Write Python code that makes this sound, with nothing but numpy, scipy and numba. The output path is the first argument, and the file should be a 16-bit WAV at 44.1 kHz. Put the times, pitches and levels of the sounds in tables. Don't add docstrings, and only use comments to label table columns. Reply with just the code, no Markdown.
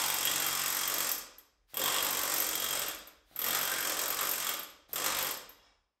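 import sys
import numpy as np
from scipy import signal
from scipy.fft import rfft, irfft
from scipy.io import wavfile
from scipy.ndimage import uniform_filter1d
from numba import njit

SR = 44100
rng = np.random.default_rng(int(sys.argv[2]) if len(sys.argv) > 2 else 0)


def unload_wav(signal):
    wavfile.write(
        sys.argv[1],
        SR,
        np.round(np.clip(np.atleast_2d(signal).T, -1, 1) * 32767).astype(np.int16),
    )


N = 264600

# (s, die level dB)
BLOWS = [(0.0168, -29.6), (0.1007, -24), (0.1417, -24), (0.252, -22), (0.3136, -27), (0.4, -25.5), (0.464, -25.5),
         (0.485, -26.5), (0.594, -28), (0.724, -26.5), (0.7467, -25.5), (0.768, -25.5), (0.8765, -22), (0.94, -23),
         (0.9825, -24.5), (1.004, -24.5), (1.091, -25),
         (1.1154, -20), (1.1481, -33), (1.1799, -30), (1.216, -47), (1.3839, -41.5),
         (1.7422, -32), (1.77, -23.5), (1.794, -26.5), (1.838, -24.5), (1.858, -24), (1.878, -26.5), (2.0258, -24),
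         (2.047, -24), (2.1073, -24), (2.128, -25.5), (2.2331, -25.5), (2.3392, -22), (2.362, -24), (2.381, -24),
         (2.4013, -20), (2.4222, -23.5), (2.489, -26.5), (2.5531, -24.5), (2.5995, -25.5), (2.6419, -24.5),
         (2.7074, -25), (2.7933, -24.5),
         (2.8179, -31), (2.8342, -36.5), (2.8619, -34), (2.8823, -28.5), (2.9118, -38), (2.9463, -36),
         (2.9873, -43), (3.0725, -40),
         (3.3608, -30), (3.3904, -21.5), (3.4168, -24), (3.4414, -23), (3.4638, -24), (3.4836, -22.5), (3.5064, -24),
         (3.548, -24.5), (3.589, -24.5), (3.6122, -25), (3.6297, -25), (3.652, -25.5), (3.8052, -24.5), (3.8486, -25.5),
         (3.8957, -25), (4.015, -25), (4.08, -25.5), (4.1034, -21), (4.2099, -23.5), (4.291, -21.5),
         (4.313, -20.5), (4.335, -25.5), (4.4906, -23),
         (4.512, -35), (4.538, -29.5), (4.5686, -36), (4.594, -30.5), (4.6318, -33.5), (4.699, -47),
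         (4.931, -24), (4.958, -26), (5.0613, -23.5), (5.1874, -24.5), (5.2259, -22.5), (5.247, -25.5), (5.3106, -26),
         (5.3407, -34), (5.372, -36), (5.403, -50), (5.4928, -38)]
# (air on s, first blow s, valve fully open s, valve shutting s, hiss attack s, hiss dB,
#                 force of the first blow below full dB, loss of force after shutting dB per s)
RUNS = [(-1.2, -1.1, -1, 1.1, .04, -90, 0, 110), (1.66, 1.74, 1.78, 2.82, .045, -64, -13, 85),
        (3.2, 3.36, 3.43, 4.5, .13, -63.5, -12, 112), (4.878, 4.93, 4.95, 5.32, .014, -61, -1, 290)]
BLOW_RATE = 46
PLAIN_DB, PLAIN_SPREAD_DB, JITTER_S = -30, 2.2, .001
PLAIN_TOP_DB = -27
# (s, force dB, low flex dB, clear rings dB)
PANEL = [(0, -36, -18, -10), (.15, -38, -11, -9), (.36, -37, -9, -6), (.47, -37, -19, -10), (.83, -39, -14, -8), (.95, -40, -6, -9.5),
         (1.04, -38.5, -13, -9), (1.1, -44, -9, -14),
         (1.8, -36, -4, -4), (1.89, -35, -12, -9), (1.95, -37, -6, -4), (2.2, -39, -8, -10), (2.45, -40.5, -9.5, -10.5), (2.57, -41, -10, -2.5), (2.8, -38.5, -8, -4),
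         (3.45, -35.5, -11, -7), (3.61, -37, -10.5, -10), (3.79, -40, -9, -5), (3.9, -39, -5, -8), (4.1, -40, -6, -8), (4.15, -42, -12, -3), (4.21, -36, -10, -12),
         (4.3, -42, -9, -10), (4.43, -40, -14, -4), (4.53, -39, -7, -6),
         (4.96, -39, -3, -10), (5.07, -36.5, -10, -15), (5.17, -34, -14, -11.5), (5.25, -39, -7, -8), (5.32, -42, -13, -11)]
# (Hz, width Hz, dB, t60 s)
FLEX = [(301, 56, -10.5, 0.14), (520, 190, -0.5, .15)]
BODY = [(1250, 770, -2, 0.18), (1925, 1000, -2.5, .1), (2490, 600, -6.5, 0.15), (3555, 900, -3.5, .08), (4140, 900, -6, 0.095)]
CHATTER = [(5175, 730, 1, 0.098), (6160, 900, 1, 0.078), (7610, 960, 7.5, 0.056), (8610, 590, -0.5, 0.093), (9840, 6000, 0.5, 0.12)]
DIE = [(12740, 1000, -2.9, 0.041)]
# (Hz, dB, t60 s)
RINGS = [(2833, -9.5, 0.082), (2990, -11.5, .08), (3194, -7, 0.047), (3234, -1, 0.085), (3360, -2.5, 0.08), (3500, -8, .08), (3654, -6.5, 0.059),
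         (4850, -15, .06), (7610, -5.5, .07), (7530, -11, .05), (8000, -6, 0.041), (8430, -7, .05), (8140, -8, .04)]
THUMP = [(47, 31, -14), (101, 11, -8.5), (131, 18, -10.5), (210, 62, -6.5), (292, 30, -6), (441, 230, -7.5)]  # (Hz, width Hz, dB)
HISS_COLOUR = [(1500, 1500, -3), (3800, 1500, -1), (8500, 2400, -11), (13000, 3000, -6)]  # (Hz, width Hz, dB)
GARAGE = [(60, 0.79), (260, 0.82), (700, .7), (1840, 0.61), (4850, 0.61), (8000, 0.38), (11000, 0.3), (13000, 0.087), (15500, 0.23)]  # (Hz, t60 s)
GARAGE_DB = -2
FADE = [(0, 0.5), (5.75, -1), (6, -8.5)]  # (s, dB) everything sinks at the end
TOP_HZ = 15750
LEAD = SR // 2
TIME = np.arange(-LEAD, N) / SR
# (s, Hz, dB)
CLANG = [(0, 930, 14), (.15, 940, 11.5), (.25, 1200, 5), (.4, 1450, 14), (.55, 1220, 10.5), (.75, 1230, 14.5), (1.1, 1190, 11),
         (1.8, 1050, 15.5), (2.3, 1050, 14), (2.5, 1300, 0), (2.8, 1300, 12), (3.45, 1250, 12), (3.62, 1380, 13.5),
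         (3.72, 1580, 19), (3.82, 1540, 19), (3.95, 1060, 11), (4.2, 1230, 20), (4.35, 1210, 3), (4.46, 1260, 21), (4.6, 1180, 0),
         (5.0, 1050, 13), (5.1, 1150, 16), (5.25, 1100, 8), (5.4, 1190, 10)]
# (Hz, dB, t60 s)
DIE_PING = [(12000, -7, .014), (12350, -2, .016), (12650, 0, .018), (12930, -1, .018), (13270, -4, .015), (13700, -9, .012)]
# (Hz, dB, t60 s)
FREE = [(2290, -16, .06), (2832, -15, .07), (3359, -13, .07), (3779, -14, .07), (5250, -13, .05)]
# (s, dB)
DRAG = [(5.45, -110), (5.55, -83), (5.66, -67), (5.75, -78), (5.85, -91), (6, -90)]
# (s, dB)
TAPS = [(5.493, -68), (5.55, -67), (5.596, -67.5), (5.63, -68), (5.664, -69)]
DRAG_COLOUR = [(900, 1600, 1.5), (3000, 2900, -6.5), (5190, 800, -3.5), (7000, 2500, -11.5)]
DIE_EDGE = [(11890, 710, -9.5, .03), (14500, 2000, -9.5, 0.028)]
DIE_FREE = [(12780, 380, -15.5, 0.27)]
CLICK_TIMES = [(1.734, -61), (1.736, -47), (3.313, -53), (3.355, -49), (4.894, -51), (4.926, -52)]
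CLICK_RING = [(350, -5.5, .02), (700, 3.5, .012), (1300, -3, .008)]  # (Hz, dB, t60 s)
FIRM_DB = -38
CHATTER_DB, CHATTER_SLOPE = -.4, -.8
RINGS_DB = None
RINGS_SLOPE = None
RUMBLE_DB = None
RUMBLE_WAVER_DB = None
RUMBLE_WAVERS_PER_S = None
# (s, dB)
RUMBLE = [(0, -68), (.3, -76), (.45, -67), (1.2, -70), (1.5, -80), (1.64, -73), (1.76, -80), (2.02, -64), (2.56, -65),
          (3.69, -76), (4.34, -68), (4.6, -77), (5.21, -64), (5.53, -75), (5.76, -70), (6, -95)]
HISS_RISE_DB_S, HISS_RELEASE_S = 20, .06
HISS_ATTACK_S = None
SPENT_DB = -21
CONTACT_S = .001
CHATTER_DRIFT_DB_S = -.5


def undb(db):
    return 10 ** (np.asarray(db) / 20)


def noise():
    return rng.standard_normal(len(TIME))


def curve(rows):
    s, *columns = np.transpose(rows)
    return [np.interp(TIME, s, c) for c in columns]


def band(x, hz, width):
    return signal.lfilter(*signal.iirpeak(min(hz, .45 * SR), hz / width, fs=SR), x)


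def fall(x, t60):
    return signal.lfilter([1], [1, -1000. ** (-1 / (t60 * SR))], x)


def impulses(times, gains):
    x = np.zeros(len(TIME))
    np.add.at(x, np.round(np.asarray(times) * SR).astype(int) + LEAD, gains)
    return x


@njit
def glide(x, hz, width):
    y, b, l = np.empty(len(x)), 0., 0.
    for i in range(len(x)):
        g, k = np.tan(np.pi * hz[i] / SR), width / hz[i]
        v = (b + g * (x[i] - l)) / (1 + g * (g + k))
        b, l, y[i] = 2 * v - b, l + 2 * g * v, k * v
    return y


def rattle(hits, table):
    out, span = 0, int(CONTACT_S * SR)
    power = np.convolve(hits ** 2, np.ones(span) / span)[:len(TIME)]
    for hz, width, db, t60 in table:
        tail = np.sqrt(fall(power, t60 / 2))
        out = out + undb(db) * np.sqrt(SR / width / 4) * band(band(band(tail * noise(), hz, 2 * width), hz, 2 * width), hz, 2 * width)
    return out


def blow_times():
    chance = rng.standard_normal((400, 2))
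    s, db = np.transpose(BLOWS)
    plain = list(s[0] - np.arange(1, BLOW_RATE // 2) / BLOW_RATE)
    for a, b in zip(s, s[1:]):
        if valve_open(a) and valve_open(b) and valve_open((a + b) / 2):
            plain += list(np.linspace(a, b, max(round((b - a) * BLOW_RATE), 1) + 1)[1:-1])
    chance = chance[:len(plain)].T
    return np.r_[s, plain + JITTER_S * chance[0]], np.r_[db, np.minimum(PLAIN_DB + PLAIN_SPREAD_DB * chance[1], PLAIN_TOP_DB)]


def hammer():
    s, die_db = blow_times()
    firm_db, flex_db, rings_db = curve(PANEL)
    force_db = firm_db + pressure_db()
    chatter_db = CHATTER_DB + CHATTER_SLOPE * (firm_db - FIRM_DB) + CHATTER_DRIFT_DB_S * TIME
    clang_hz, clang_db = curve(CLANG)
    chance = rng.standard_normal((400, 3))[:len(s)].T
    ping = impulses(s, undb(die_db))
    shut = ~valve_open(s)
    loose = impulses(s, shut * undb(die_db))
    ping += impulses(s + 0.0024 + 0.00068 * chance[0], undb(die_db - 7.5 + 2.1 * chance[1]))
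    push = np.clip(die_db - PLAIN_DB, -30, 10) * 0.16 + 1.74 * chance[2]
    hits = impulses(s, undb(push)) * undb(force_db)
    sway = np.sqrt(fall(hits ** 2, 0.087)) * noise()
    panel = rattle(hits, BODY) + undb(clang_db) * glide(sway, clang_hz, 190.)
    panel = panel + rattle(hits * undb(flex_db), FLEX) * undb(4) + rattle(hits * undb(chatter_db), CHATTER)
    contact = fall(hits * undb(rings_db + 2.5 * np.repeat(noise(), SR // 40)[:len(TIME)]), 0.014) * noise()
    frame = undb(-13.0) * ring(contact, RINGS)
    order = np.argsort(s)
    even = uniform_filter1d(s[order], size=5)
    even = np.where(abs(even - s[order]) < .005, even, s[order])
    shove = impulses(even, undb(.2 * (die_db[order] - PLAIN_DB))) * undb(force_db)
    thump = undb(33) * sum((-1) ** k * undb(db) * band(shove, hz, w) for k, (hz, w, db) in enumerate(THUMP))
    return undb(-2.5) * panel + frame + thump + undb(-2) * (rattle(ping, DIE) + rattle(loose, DIE_FREE) + rattle(ping * (ping / undb(PLAIN_TOP_DB)) ** .45, DIE_EDGE)) + undb(-6) * band(band(ring(ping, DIE_PING), 12900, 2500), 12900, 2500)


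def valve():
    air = sum(undb(db) * band(noise(), hz, w) for hz, w, db in HISS_COLOUR)
    s, db = np.transpose(CLICK_TIMES)
    return leak() * air / air.std() + ring(impulses(s, undb(db)), CLICK_RING)


def garage(x):
    turn = np.arange(SR) / SR
    spectrum, hz = rfft(rng.standard_normal(SR)), np.arange(SR // 2 + 1) + 1.
    centres, tail = np.log(np.array(GARAGE)[:, 0]), 0
    for k, (_, t60) in enumerate(GARAGE):
        part = irfft(spectrum * np.interp(np.log(hz), centres, np.arange(len(GARAGE)) == k))
        tail = tail + part * 1000. ** (-turn / t60)
    tail = tail * np.clip(turn / 0.0078, 0, 1)
    return signal.fftconvolve(x, tail / np.sqrt(np.sum(tail ** 2)))[:len(x)]


def rumble():
    low = band(band(noise(), 43, 31), 43, 28)
    return undb(curve(RUMBLE)[0]) * low / low.std() + undb(-73.5) * band(noise(), 300, 1200)


def ring(x, modes):
    turn = np.arange(SR // 2) / SR
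    shape = sum(undb(db) * np.sin(2 * np.pi * hz * turn) * 1000. ** (-turn / t60) for hz, db, t60 in modes)
    return signal.fftconvolve(x, shape)[:len(x)]


def lifted():
    s, db = np.transpose(TAPS)
    grains = uniform_filter1d(np.repeat(noise(), SR // 60)[:len(TIME)], size=300)
    scuff = sum(undb(g_db) * np.sqrt(SR / w / 4) * band(band(noise(), hz, w), hz, w) for hz, w, g_db in DRAG_COLOUR)
    return undb(curve(DRAG)[0] + 2 * grains) * scuff + ring(fall(impulses(s, undb(db)), .01) * noise(), FREE)


def valve_open(s):
    return np.any([(run[2] < s) & (s < run[3]) for run in RUNS], axis=0)


def pressure_db():
    db = np.zeros(len(TIME))
    for on, first, full, shut, _, _, start_db, loss_db in RUNS:
        mine = TIME >= on
        db[mine] = (np.interp(TIME, [first, full], [start_db, 0]) + np.clip(loss_db * (shut - TIME), SPENT_DB, 0))[mine]
    return db


def leak():
    out = 0
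    for on, first, _, _, attack, hiss_db, _, _ in RUNS:
        gate = np.interp(TIME, [on, on + attack, first, first + HISS_RELEASE_S], [0, 1, 1, 0])
        out = out + gate ** 2 * undb(hiss_db + HISS_RISE_DB_S * np.clip(TIME - first, -1, 0))
    return out


def scene():
    near = hammer() + valve() + lifted()
    return ((near + undb(GARAGE_DB) * garage(near) + rumble()) * undb(curve(FADE)[0]))[None, LEAD:]


def record(dry):
    dry = signal.sosfilt(signal.butter(4, 36, "high", fs=SR, output="sos"), dry)
    return signal.sosfilt(signal.ellip(10, .3, 70, TOP_HZ, fs=SR, output="sos"), dry)


dry = scene()
out = record(dry)
unload_wav(out)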